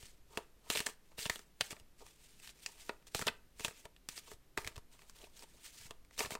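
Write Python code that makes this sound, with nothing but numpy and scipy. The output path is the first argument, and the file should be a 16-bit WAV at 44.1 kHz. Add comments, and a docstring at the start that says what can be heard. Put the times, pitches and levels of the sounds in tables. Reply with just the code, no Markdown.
"""Overhand card shuffle

A quiet room, a phone microphone close to two hands shuffling a deck of large glossy cards.
Packets slap and click edge on edge, their faces slide past each other with a hiss, and air
squeezed out between closing packets reaches the microphone as soft low pushes.
The walls answer briefly; under it all lie room tone and a faint mains hum."""
import sys
import numpy as np
from scipy import signal
from scipy.fft import rfft, irfft, next_fast_len
from scipy.io import wavfile
from scipy.ndimage import uniform_filter1d, map_coordinates

SR = 44100
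rng = np.random.default_rng(int(sys.argv[2]) if len(sys.argv) > 2 else 0)


def store_wav(level_fs):
    """Save 16-bit WAV to argv[1]."""
    pcm = np.round(np.clip(np.atleast_2d(level_fs), -1, 1) * 32767)
    wavfile.write(sys.argv[1], SR, pcm.T.astype(np.int16))


N = 281799

# card contacts: (time [s], ring level [dB], ring [Hz], deck knock [dB re ring], edge click [dB re ring])
CONTACTS = [(0.028, -54.5, 5260, -7.5, -9), (0.067, -58, 5260, -34, -16), (0.374, -34.5, 2670, -4.5, -3),
            (0.7015, -31.5, 3930, -7.5, 2), (0.752, -35, 4100, -8.5, -23), (0.7587, -32.5, 2480, -12.5, -8),
            (0.773, -33.5, 2670, -23, 0), (0.778, -36, 2600, -26, -8), (0.7924, -38, 4500, -15, -2),
            (0.8038, -35.5, 4220, -11, 2), (0.8639, -48, 8200, -29, 13.5), (0.8672, -33, 1800, -14.5, 1),
            (0.8886, -48, 1040, -6, -3), (1.118, -63, 900, -3, -21), (1.1815, -56, 2680, 2, -5),
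            (1.191, -42.5, 4560, -17, -6), (1.256, -36, 2620, -9.5, -18.5),
            (1.2624, -38, 2700, -12.5, -1.5), (1.2978, -30.5, 2050, -10.5, -1),
            (1.3585, -44, 2720, -13, -2), (1.393, -52.5, 1340, -6.5, 2.5), (1.608, -51, 4040, -5, 2.5),
            (1.6099, -25, 2580, -27.5, -4.5), (1.708, -47, 8100, -11.5, 2.5), (1.7289, -50.5, 970, -1, -1),
            (1.7659, -57, 1970, -10, -15), (1.799, -59, 2760, -11, 2), (2.0065, -68.5, 920, 6.5, 1),
            (2.0654, -61, 890, -19, 5.5), (2.3993, -57, 9000, -16, -9), (2.4754, -49, 2720, -30, -2),
            (2.4925, -51.5, 3870, -18, -3), (2.662, -35, 7260, -29, -6.5), (2.8937, -37.5, 1430, 0, -12.5),
            (3.0256, -68.5, 2450, -9.5, -4), (3.07, -64, 3420, -5, 7), (3.0855, -66, 4500, -23, 3),
            (3.1484, -40.5, 830, 0, 10.5), (3.1932, -44.5, 1660, 0, 7.5), (3.215, -38.5, 1650, -11, -4),
            (3.2228, -40, 1340, -6, -2), (3.269, -36, 3880, -6.5, 0), (3.2711, -35.5, 1160, -2, -1.5),
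            (3.2789, -29, 3160, -31, -6.5), (3.2832, -29.5, 1630, -10.5, -20), (3.5963, -48, 2020, -6, 1.5),
            (3.607, -50.5, 2760, -3, 5), (3.648, -30, 3640, -11.5, -3), (3.682, -43, 1600, -10, 1),
            (3.7096, -56, 820, -1, -4), (3.8545, -48.5, 2510, -11, -4), (3.964, -58.5, 3500, -25, -6),
            (4.0886, -43, 5700, -23, 7), (4.1778, -43, 5070, -15.5, -2.5), (4.316, -55.5, 1920, 4.5, 4),
            (4.576, -31.5, 1860, -8.5, -5), (4.584, -43.5, 780, -14, -6), (4.6469, -43.5, 2300, -29, -4),
            (4.667, -47.5, 2170, -9, -1), (4.675, -38.5, 2400, -13, 1), (4.7592, -54, 3800, -15, -0.5),
            (4.7644, -51, 3800, -14, 0.5), (4.7793, -53, 1123, -1.5, 1), (4.9922, -59, 1060, -17, -5),
            (5.019, -58.5, 1140, -20, -18), (5.0975, -58.5, 1120, -24, 8), (5.216, -57, 3330, -20, -4.5),
            (5.241, -52.5, 654, -16, -18), (5.3934, -55, 5500, -20, 0.5), (5.4241, -54, 1000, -19, -0.5),
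            (5.662, -53.5, 2900, -26, 3), (5.9089, -46.5, 2700, -3.5, -0.5), (6.049, -67, 2370, -17, 0),
            (6.1099, -60.5, 1900, -7, -5), (6.179, -49.5, 3980, -8, 2), (6.1926, -35.5, 6500, -19, 1),
            (6.2057, -33, 2170, -7, -10), (6.249, -41, 1820, -12, -14), (6.2587, -43, 1130, -4.5, -2),
            (6.307, -43.5, 814, -5.5, 1.5), (6.321, -44.5, 2240, -4, -9), (6.3524, -39, 980, -3.5, -4)]
# resonances of the hollow of deck and palms: (centre [Hz], width [Hz], gain [dB])
DECK_MODES = [(225, 100, -9), (435, 55, 0), (650, 100, -6), (920, 80, -4), (1230, 150, -10)]


def amp(db):
    return 10 ** (np.asarray(db) / 20)


def unit_rms(x, span=slice(None)):
    """x scaled to an rms of one within span."""
    return x / np.sqrt(np.mean(x[span] ** 2) + 1e-20)


def along(points, hz):
    """Interpolate (frequency [Hz], value) points on a log frequency axis."""
    freqs, values = np.transpose(points)
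    return np.interp(np.log(hz + 1), np.log(freqs + 1), values)


def wobble(rate):
    """A smooth random curve, rate knots a second."""
    knots = rng.standard_normal(int(N * rate / SR) + 4)
    return map_coordinates(knots, [np.arange(N) * rate / SR])


def filtered(x, response):
    """x through a complex response given as a function of frequency."""
    n = x.shape[-1]
    size = next_fast_len(2 * n)
    return irfft(rfft(x, size) * response(np.fft.rfftfreq(size, 1 / SR)), size)[..., :n]


def resonances(modes, hz):
    """Causal response of (centre [Hz], width [Hz], gain [dB]) modes, alternating in sign."""
    return sum((-1) ** k * amp(db) * 1j * hz * width / (centre ** 2 - hz ** 2 + 1j * hz * width + 1e-9)
               for k, (centre, width, db) in enumerate(modes))


def patchy_noise(depth_db):
    """White noise whose gain drifts in patches of time and frequency."""
    spectrum = signal.stft(rng.standard_normal(N + 512), nperseg=256)[2]
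    patches = uniform_filter1d(rng.standard_normal(spectrum.shape), size=9, axis=0)
    patches = uniform_filter1d(patches, size=7, axis=1)
    return signal.istft(spectrum * amp(depth_db * unit_rms(patches)), nperseg=256)[1][:N]


def swells(rows):
    """Gain of (time [s], hold [s], level [dB], 20 dB rise [s], 20 dB fall [s]) swells, added in power."""
    t, power = np.arange(N) / SR, np.zeros(N)
    for at, hold, db, rise, fall in rows:
        near = slice(max(round((at - 3 * rise) * SR), 0), round((at + hold + 3 * fall) * SR))
        drop_db = 20 * np.maximum((at - t[near]) / rise, (t[near] - at - hold) / fall).clip(0)
        power[near] += amp(db - drop_db) ** 2
    return np.sqrt(power)


def room_tone(air_db=-63):
    """The bed of the room: steady hiss over a low rumble that wavers, and a faint unsteady mains hum."""
    # room tone and microphone hiss: (frequency [Hz], relative density [dB])
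    air_spectrum = [(4.7, -4), (8.0, 16.5), (24, -2.5), (66, -8), (97, -13), (358, -17), (794, -26.5),
                    (2940, -30), (8710, -35), (14500, -34.5), (16500, -75)]
    # mains hum in the room: (frequency [Hz], rms level [dB])
    hum_partials = [(49.5, -74.5), (150, -85.5)]
    noise, t = rng.standard_normal(N), np.arange(N) / SR
    rumble = filtered(noise, lambda hz: hz < 150)
    waver = rumble * (amp(1.4 * wobble(2.86)) - 1)
    air = filtered(noise + waver, lambda hz: amp(along(air_spectrum, hz)))
    hum = np.zeros(N)
    for hz, db in hum_partials:
        peak = np.sqrt(2) * amp(db + 2.9 * wobble(12))
        hum += peak * np.sin(2 * np.pi * hz * t + 0.59 * wobble(3.4))
    return amp(air_db) * unit_rms(air) + hum


def sliding_faces(settle_db=-8, settle_rise_s=0.0075, settle_fall_s=0.026):
    """Card faces rub: a grainy hiss, and a duller rustle through the hollow of the deck."""
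    # strokes of face on face:
    # (time at full strength [s], hold [s], hiss [dB], rise [s], fall [s], rustle [dB re hiss])
    strokes = [(0.001, 0.063, -58.5, 0.13, 0.11, -12), (0.335, 0.014, -63, 0.06, 0.11, 2),
               (0.669, 0.018, -69, 0.068, .02, 4), (0.372, .003, -61.5, 0.0054, .1, 6.5),
               (0.705, 0.0031, -36.5, .004, .09, -16), (0.757, 0.029, -42.5, 0.072, 0.069, -15),
               (0.863, .004, -46, 0.0087, 0.062, -8.5), (1.055, 0.12, -76.5, 0.07, 0.061, -9),
               (1.186, 0.083, -46.5, 0.013, 0.024, -18), (1.302, 0.039, -51, 0.043, 0.095, -12.5),
               (1.609, 0.00417, -45, .006, 0.015, -1), (1.643, .02, -54, .05, 0.078, -16),
               (1.707, 0.0087, -46, 0.017, .022, -17), (1.767, 0.04, -69, .1, 0.032, -6),
               (1.997, 0.098, -64.5, .03, 0.13, -12), (2.215, 0.044, -63.5, 0.077, 0.31, -14.5),
               (2.445, 0.057, -56.5, 0.097, 0.028, -14.5), (2.635, 0.043, -58.5, 0.13, 0.15, -10.5),
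               (2.796, 0.021, -58.5, 0.098, 0.16, -17), (2.893, .003, -58, 0.058, 0.0082, -4),
               (3.071, 0.01, -60, 0.0068, 0.023, -14), (3.149, 0.0037, -41.5, 0.0046, 0.12, -16),
               (3.191, 0.029, -47.5, 0.065, 0.025, -9.5), (3.268, 0.0087, -47, 0.009, 0.025, -1),
               (3.6, 0.034, -52, 0.037, .05, -11.5), (3.646, 0.0029, -43.5, 0.024, 0.066, -12.5),
               (3.758, 0.053, -61, 0.11, 0.049, -12), (3.854, 0.0034, -59, 0.017, 0.013, -0.5),
               (4.093, 0.0049, -52, 0.0045, 0.086, -12.5), (4.173, 0.017, -49.5, .055, 0.022, -13.5),
               (4.293, .04, -57.5, 0.12, .03, -9), (4.574, .004, -51.5, 0.0032, 0.13, -2),
               (4.655, 0.025, -56, 0.039, 0.063, -10), (4.76, 0.027, -67, .02, .04, -10),
               (4.927, 0.014, -65.5, 0.028, 0.068, -3), (5, 0.019, -64.5, 0.036, .13, -11),
               (5.092, 0.011, -64.5, 0.052, 0.026, -11), (5.161, 0.018, -63.5, .06, 0.11, -14),
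               (5.232, 0.02, -61, 0.076, 0.07, -4), (5.368, 0.072, -59, 0.036, 0.033, -10),
               (5.49, 0.017, -67.5, .05, 0.44, -9.5), (5.655, 0.02, -52, 0.057, 0.031, -12),
               (5.773, 0.08, -55.5, 0.12, 0.069, -16), (5.903, 0.0036, -70, 0.04, 0.069, 2),
               (6.13, 0.056, -65.5, .03, 0.054, -12), (6.187, 0.035, -40.5, 0.0099, 0.067, -10.5),
               (6.31, 0.034, -50.5, .015, 0.027, -2)]
    hiss_gain = swells([row[:-1] for row in strokes])
    rustle_gain = swells([(at, hold, db + rustle_db, rise, fall)
                          for at, hold, db, rise, fall, rustle_db in strokes])
    # the deck also rustles as it settles after a knock
    settle_gain = swells([(at + settle_rise_s, 0, db + knock_db + settle_db, settle_rise_s, settle_fall_s)
                          for at, db, _, knock_db, _ in CONTACTS])
    # hiss of the glossy faces: (frequency [Hz], relative density [dB])
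    hiss_spectrum = [(900, -28), (1500, -5.5), (2460, -1), (5300, -3), (7800, -2.5), (9300, -3.5),
                     (10800, -11.5), (14000, -9.5), (15500, -14.5)]
    stick_slip = wobble(90)
    grain = patchy_noise(depth_db=1.5) * amp(1.86 * stick_slip + 1.6 * wobble(570))
    hiss = filtered(grain, lambda hz: amp(along(hiss_spectrum, hz)))
    rub = patchy_noise(depth_db=5.8) * amp(1.4 * stick_slip)
    # a 600 Hz high-pass: rubbing stirs the upper hollows most
    rustle = filtered(rub, lambda hz: resonances(DECK_MODES, hz) * 1j * hz / (600 + 1j * hz))
    return hiss_gain * unit_rms(hiss) + (rustle_gain + settle_gain) * unit_rms(rustle)


def packet_taps(bend_hz=6000):
    """Each contact is a quick run of card edges landing: it rings the card, clicks, and knocks the deck."""
    # resonances of the card stock: (centre [Hz], width [Hz], gain [dB])
    stock_modes = [(1807, 140, -3), (2570, 410, 5), (3190, 2100, -0.5), (4360, 2000, 2), (5440, 1600, -6.5)]
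    # click of a card edge: (frequency [Hz], relative density [dB])
    click_spectrum = [(2500, -8.5), (5000, -4.5), (8000, -2.5), (10500, -10), (15000, -13)]
    out, t = np.zeros(N + SR), np.arange(3000) / SR
    attack, knock_attack = slice(90), slice(300)  # levels are set over the first 2 ms and 7 ms
    leading_edge = np.exp(-((t - 0.0004) / 0.00002) ** 2)  # lands as one hard blow
    for at, db, ring_hz, knock_db, click_db in CONTACTS:
        t60 = 0.027 * amp(0.071 * (db + 41.5))  # harder contacts land more edges and last longer
        fade = amp(-60 * t / t60) * (1 - np.exp(-t / 0.000078))
        edges = rng.standard_normal((3, len(t)))
        force = amp(1.47 * rng.standard_normal(len(t)))  # some edges strike harder than others
        ring_drive, click_drive, knock_drive = edges * force * fade + [[5], [9], [14]] * leading_edge
        own_mode = [(ring_hz, 0.2 * ring_hz, 6)]
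        ring = filtered(ring_drive, lambda hz: (resonances(own_mode, hz) + resonances(stock_modes, hz))
                        / (1 + 1j * hz / bend_hz) ** 2)  # the card bends on contact, dulling its ring
        click = filtered(click_drive, lambda hz: amp(along(click_spectrum, hz)))
        knock = filtered(knock_drive, lambda hz: resonances(DECK_MODES, hz))
        tap = (unit_rms(ring, attack) + amp(click_db) * unit_rms(click, attack)
               + amp(knock_db) * unit_rms(knock, knock_attack))
        start = round(at * SR) - 20
        out[start:start + len(t)] += amp(db) * tap
    return out[:N]


def air_pushes():
    """Closing packets squeeze air at the microphone: a brief swing of pressure under a smooth swell."""
    # puffs of air: (time [s], swell peak [dB], frequency [Hz])
    puffs = [(0.034, -49.5, 73.6), (0.375, -47, 87), (0.701, -45, 94.5), (0.776, -50, 111),
             (0.805, -44, 129), (1.191, -47, 93), (1.263, -38, 133), (1.306, -43.5, 70.6), (1.623, -47, 84),
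             (1.729, -41, 136), (1.814, -55.5, 65), (3.154, -34.5, 124), (3.207, -43, 113),
             (3.222, -39, 144), (3.267, -40, 108), (3.3, -46, 156), (3.606, -43, 144), (3.652, -48, 103),
             (3.684, -42, 121), (3.855, -50.5, 84.5), (4.095, -56, 112), (4.343, -53, 65.3),
             (4.59, -43.5, 85), (4.66, -43, 69), (4.679, -45.5, 82), (4.78, -38.5, 69), (5.808, -52.5, 82),
             (5.858, -49.5, 103), (5.909, -48, 93), (6.206, -45, 104), (6.249, -45, 84), (6.277, -48, 77),
             (6.322, -42.5, 123)]
    lead = 2000  # samples ahead of each puff's centre
    out, t = np.zeros(N + SR), np.arange(-lead, lead) / SR
    for at, db, hz in puffs:
        swell = np.exp(-(t * hz / 0.29) ** 2)
        swing = swell * np.cos(2 * np.pi * hz * t + rng.uniform(0, 2 * np.pi))
        start = round(at * SR)
        out[start:start + len(t)] += amp(db) * (swing - swing.mean())
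    return out[lead:N + lead]


def wall_reflections(x):
    """The room answers after a few milliseconds, each frequency dying at its own speed."""
    # reverberation of the room: (frequency [Hz], time to fall 60 dB [s])
    decay_times = [(200, 0.25), (1500, 0.33), (3500, 0.19), (6000, 0.16), (14000, 0.14)]
    hz, t, spectrum = signal.stft(rng.standard_normal(SR // 2), SR, nperseg=256)
    decay = amp(-60 * t / along(decay_times, hz)[:, None])
    tail = signal.istft(spectrum * decay, SR, nperseg=256)[1]
    delayed = np.pad(x, (200, 0))
    return signal.fftconvolve(delayed, tail / np.linalg.norm(tail))[:N]


def scene():
    """One microphone close to the hands: the cards up front, the walls well below them."""
    cards = packet_taps() + sliding_faces()
    reflections = amp(-18) * wall_reflections(cards)
    return (cards + reflections + air_pushes() + room_tone())[None]


def record(dry):
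    """The phone keeps nothing above its band limit."""
    return filtered(dry, lambda hz: hz < 15800)


dry = scene()
out = record(dry)
store_wav(out)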